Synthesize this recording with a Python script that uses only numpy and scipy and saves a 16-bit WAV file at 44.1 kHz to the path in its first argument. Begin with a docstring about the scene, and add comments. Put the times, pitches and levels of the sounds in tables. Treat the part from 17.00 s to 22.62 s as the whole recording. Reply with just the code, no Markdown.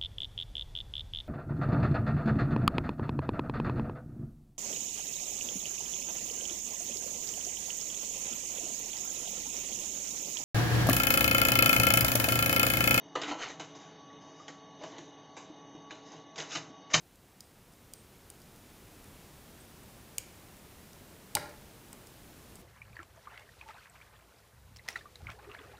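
"""Steel tools at a tying vise

Small steel tools tick as fingers handle them, each tick a rough touch that sets steel ringing, and steel
whistles faintly along thread. Fine scissors snip twice, the second cut jolting the vise and bench.
A small room answers with dense fading reflections, over rumble and hiss (shaped noise) that swell in the
first seconds and then hold steady. One microphone feeds both channels."""
import sys
import numpy as np
from scipy import signal
from scipy.fft import rfft, irfft, next_fast_len
from scipy.io import wavfile

SR = 44100
rng = np.random.default_rng(int(sys.argv[2]) if len(sys.argv) > 2 else 0)


def nominal_scale(level):
    """Amplitude ratio for a level in decibels (scalar or array-like)."""
    x = np.asarray(level, float) / 20
    return 10 ** x


def inscribe(sig):
    """Save sig as 16-bit PCM at rate SR to the path in sys.argv[1].

    A 1-D sig is mono; a 2-D sig holds one channel per row.
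    Samples are clipped to [-1, 1] before scaling.
    """
    pcm = np.round(np.clip(np.atleast_2d(sig).T, -1, 1) * 32767)
    wavfile.write(sys.argv[1], SR, pcm.astype(np.int16))


N = 247753   # length of the scene in samples

# The steady noise. Each row: pitch in Hz, relative level in dB per Hz.
BACKGROUND_COLOUR = [(12, -43), (20, -7), (76, -1), (196, -4), (334, -7.5), (363, -7.5), (551, -11.5),
                     (910, -14.5), (1270, -17), (3980, -22), (4330, -23), (13200, -24.5), (15600, -24.5)]
# Ticks of the steel tools. Each row: start in seconds, level of the ringing in dB over 5 ms,
# colour at 5 kHz in dB against 8 kHz.
STEEL_TICKS = [(0.157, -63, 1), (0.4061, -45.5, 5), (0.9363, -42.5, 0), (1.3015, -46, -9), (1.4174, -58, 7),
               (1.561, -60, 0), (2.042, -58, -7), (2.834, -59, -12), (3.196, -58, -6), (3.207, -58, 0),
               (3.568, -58, -14), (3.932, -56, 9), (4.3694, -45, -11), (4.494, -58, 3),
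               (4.9291, -51.5, -14), (4.93, -48.5, -5), (5.071, -53, 4), (5.5555, -52, -6)]
# Scissor cuts. Each row: start in seconds, level of the ringing in dB over 5 ms, colour at 4.7 kHz and
# colour at 6.4 kHz in dB against 8 kHz, contact length in ms.
SCISSOR_CUTS = [(3.1826, -28, -18, 5, 0.4), (4.352, -20.5, 0.5, 0.5, 1.24)]
# Ringing modes of scissors and pliers. Each row: pitch in Hz, relative level in dB,
# time to fade by 60 dB in seconds.
STEEL_MODES = [(2410, -3, 0.0099), (2790, -0.5, 0.018), (3190, 4, 0.0024), (4540, -4, 0.0099),
               (4790, -1, 0.0077), (5240, -4, 0.013), (5300, -24, 0.14), (5900, 2.5, 0.0031),
               (6110, -4.5, 0.0081), (6680, 0, 0.0066), (7800, -0.5, 0.0022), (8700, 0.5, 0.0043),
               (8650, -11, 0.028), (9200, 5.5, 0.0036), (10700, -2, 0.0039), (11560, 3, 0.0031),
               (12930, -11, 0.013), (13460, -1.5, 0.01), (14400, 3.5, 0.0087), (16170, -9, 0.0062)]
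# The room's answer. Each row: pitch in Hz, level in dB against the direct sound,
# time to fade by 60 dB in seconds.
ROOM_ANSWER = [(100, -7.5, 0.56), (457, 5, 0.65), (850, -7.5, 0.45), (1680, -1.5, 0.63), (2980, -11, 0.42),
               (5660, -9.5, 0.48), (7440, -17, 0.34), (11000, -17, 0.46), (15000, -15, 0.2)]
# Faint whistles as steel slides on thread. Each row: start in seconds, level in dB before the stroke
# shapes it, pitch in Hz, fading time in ms.
THREAD_SLIDES = [(.412, -71, 8450, 74), (.953, -64.5, 8650, 76), (2.6, -59.5, 8360, 22),
                 (4.09, -65, 8000, 25), (5.555, -55, 8000, 11)]
# Jolts that reach vise and bench. Each row: start in seconds, level in dB over 5 ms,
# strongest pitch in Hz, breadth in octaves, contact length in ms.
BENCH_JOLTS = [(4.3526, -29.5, 766, 0.25, 3.9), (4.353, -37, 100, 1.2, 2.1), (4.3522, -42, 1710, 0.72, 1),
               (4.369, -30, 1280, 1.05, 0.45), (4.371, -40.5, 90, 0.97, 1.5), (4.455, -44.5, 850, 0.18, 10),
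               (4.489, -51, 500, 4.2, 0.31), (4.928, -49, 297, 2.8, 1.6)]
# Ringing modes of vise and bench. Each row: pitch in Hz, relative level in dB,
# time to fade by 60 dB in seconds.
BENCH_MODES = [(85, 1.5, 0.31), (186, -4, 0.034), (272, 2.5, 0.038), (398, 0.5, 0.03), (603, 0, 0.078),
               (663, -10, 0.06), (824, 3.5, 0.045), (886, 3.5, 0.03), (1053, 0, 0.043), (1410, 0, 0.049),
               (1280, -9, 0.0067), (1556, -3.5, 0.016), (1850, 2.5, 0.0037), (2240, 3, 0.013),
               (3020, -10, 0.0077)]

QUIET_DB, FULL_DB, SWELL_S = -61.5, -53.9, 2.07   # the background climbs evenly in dB, then holds
HISS_TOP_HZ = 15600
TICK_MS, TICK_LOW_DB, TICK_TOP_DB = 1, -16, -13.5   # contact length; colour at 3 and 13 kHz
FIDGETS_PER_S, FIDGET_DB = 1.4, -65   # average rate and middle level of the barely heard ticks
SNIP_LOW_DB, SNIP_TOP_DB = -5.5, -7.5   # colour of a cut at 3 and 13 kHz
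SHEAR_MS, SHEAR_DB = 1.095, -20.5   # lead and contact length of the shear; its level against the snap
CRACK_DB, CRACK_LOW_HZ = -8, 2500   # the bare contact noise beside the ringing
TABLE_ECHO_MS, TABLE_ECHO_DB = 1.289, -11
ROOM_RISE_MS = 0.81
SLIDE_WIDTH_HZ, SLIDE_START_MS = 730, 2.2
OVERLOAD = 0.35   # ceiling that the loudest peaks bend towards
TREBLE_CUT_HZ = 17200


def at_hz(rows, hz):
    """Reads the columns of a table at any pitch, in between rows on a log-frequency axis."""
    centre, *columns = np.transpose(rows)
    return [np.interp(np.log(hz), np.log(centre), column) for column in columns]


def background():
    """Smooth noise: distant rumble below and hiss above, the whole noise ending sharply at the top."""
    size = next_fast_len(N)
    hz = np.maximum(np.fft.rfftfreq(size, 1 / SR), 1)
    colour = nominal_scale(at_hz(BACKGROUND_COLOUR, hz)[0]) * (hz < HISS_TOP_HZ)
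    noise = irfft(rfft(rng.standard_normal(size)) * colour, size)[:N]
    risen = np.minimum(np.arange(N) / SR / SWELL_S, 1)
    return noise / noise.std() * nominal_scale(QUIET_DB + (FULL_DB - QUIET_DB) * risen)


def add(track, s, sound):
    """Mixes a sound into the track at time s in seconds."""
    at = round(s * SR)
    track[at:at + len(sound)] += sound[:len(track) - at]


def contact(ms, size):
    """A sharp touch, then rough edges grinding and letting go over the length of the contact."""
    t = np.arange(size) / SR
    touch = (t == 0) * 4.3
    grinding = rng.standard_normal(size) * np.exp(-(t / (ms / 1000)) ** 0.9)
    return touch + grinding


def strike(force, modes, colour_db):
    """A force sets every mode ringing, each with the energy its colour allows; rms 1 if packed in 5 ms."""
    out = 0
    for k, ((hz, level_db, t60), db) in enumerate(zip(modes, colour_db)):
        decay = nominal_scale(-60 / (t60 * SR))   # what is left after one sample
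        turn = 2 * np.pi * hz / SR
        resonator = [1, -2 * decay * np.cos(turn), decay * decay]
        ringing = signal.lfilter([1, 0, -1], resonator, force + 1e-18)
        sign = (-1) ** k   # neighbouring modes push opposite ways
        out = out + sign * nominal_scale(level_db + db) * ringing / np.linalg.norm(ringing)
    return out * np.sqrt(SR / 200) / np.linalg.norm(out)


def fidgets():
    """Faint ticks of shifting fingers, each with a chance time, strength and colour."""
    draws = rng.random((16, 3))
    times = np.cumsum(-np.log(1 - draws[:, 0]) / FIDGETS_PER_S)   # chance waits between ticks
    ticks = []
    for s, (_, strength, colour) in zip(times, draws):
        if s < N / SR:
            ticks.append((s, FIDGET_DB + 4 * (strength - 0.5), 20 * colour - 15))
    return ticks


def steel():
    """Each touch's colour picks which modes speak; blades shear softly just before they snap shut."""
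    touches = []
    for s, db, mid in STEEL_TICKS + fidgets():
        touches.append((s, db, TICK_MS, [(3000, TICK_LOW_DB), (5000, mid)], TICK_TOP_DB))
    for s, db, mid, high, ms in SCISSOR_CUTS:
        lower = [(3000, SNIP_LOW_DB), (4700, mid), (6400, high)]
        touches.append((s - SHEAR_MS / 1000, db + SHEAR_DB, SHEAR_MS, lower, SNIP_TOP_DB))
        touches.append((s, db, ms, lower, SNIP_TOP_DB))
    out, pitches = np.zeros(N), np.array(STEEL_MODES)[:, 0]
    high_pass = signal.butter(2, CRACK_LOW_HZ, "high", fs=SR, output="sos")
    for s, level_db, ms, lower, top_db in touches:
        colour, = at_hz(lower + [(8000, 0), (13000, top_db)], pitches)
        chance = rng.standard_normal(len(STEEL_MODES))   # dB, so no two touches are alike
        force = contact(ms, size=8192)
        crack = signal.sosfilt(high_pass, force)
        crack *= nominal_scale(CRACK_DB) * np.sqrt(SR / 200) / np.linalg.norm(crack)
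        ringing = strike(force, STEEL_MODES, colour + chance)
        add(out, s, nominal_scale(level_db) * (ringing + crack))
    return out


def room(x):
    """Dense reflections that rise at once, each third of an octave dying at its own rate."""
    t = np.arange(SR // 2) / SR
    edges = 60 * 2 ** np.arange(0, 8.1, 1 / 3)
    white = rng.standard_normal((2, len(t)))
    answer = 0
    for k, (low, high) in enumerate(zip(edges, edges[1:])):
        level_db, t60 = at_hz(ROOM_ANSWER, np.sqrt(low * high))
        band_pass = signal.butter(2, [low, high], "band", fs=SR, output="sos")
        band = signal.sosfilt(band_pass, white[k % 2])   # neighbours use different noise
        fading = nominal_scale(level_db - 60 * t / t60)
        answer = answer + band * fading / np.sqrt(t60 * SR / np.log(1e6))   # same energy for any t60
    onset = np.clip(t / (ROOM_RISE_MS / 1000), 0, 1) ** 2
    return signal.fftconvolve(x, answer * onset)[:N]


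def slides():
    """Friction noise in one narrow resonance, quick to start and fading out."""
    out, t = np.zeros(N), np.arange(4096) / SR
    for s, level_db, hz, ms in THREAD_SLIDES:
        edges = [hz - SLIDE_WIDTH_HZ / 2, hz + SLIDE_WIDTH_HZ / 2]
        band_pass = signal.butter(2, edges, "band", fs=SR, output="sos")
        whistle = signal.sosfilt(band_pass, rng.standard_normal(len(t)))
        stroke = np.minimum(t / (SLIDE_START_MS / 1000), 1) * np.exp(-(t / (ms / 1000)) ** 2)
        add(out, s, nominal_scale(level_db) * stroke * whistle / whistle.std())
    return out


def bench():
    """Each jolt favours the modes near one pitch; a long contact lets them swell."""
    out, pitches = np.zeros(N), np.array(BENCH_MODES)[:, 0]
    for s, level_db, hz, octaves, ms in BENCH_JOLTS:
        colour = -6 * (np.log2(pitches / hz) / octaves) ** 2   # 6 dB down at the breadth
        force = contact(ms, size=16384)
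        add(out, s, nominal_scale(level_db) * strike(force, BENCH_MODES, colour))
    return out


def scene():
    """Tools close by, the table under them, the room behind them, the same in both channels."""
    ticks = steel()
    tools = ticks + slides() + bench()
    add(tools, TABLE_ECHO_MS / 1000, nominal_scale(TABLE_ECHO_DB) * ticks)   # the table top sends the steel back once
    return np.tile(tools + room(tools) + background(), (2, 1))


def top_cut(x):
    """Nothing passes above the cut-off."""
    return signal.sosfilt(signal.butter(12, 17090, fs=SR, output="sos"), x)


def record(dry):
    """The loudest peaks are rounded, and a steep low-pass takes off the extreme treble."""
    rounded = OVERLOAD * np.tanh(dry / OVERLOAD)
    low_pass = signal.cheby2(8, 40, TREBLE_CUT_HZ, fs=SR, output="sos")
    mix = signal.sosfilt(low_pass, rounded)
    return top_cut(mix)


dry = scene()
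out = record(dry)
inscribe(out)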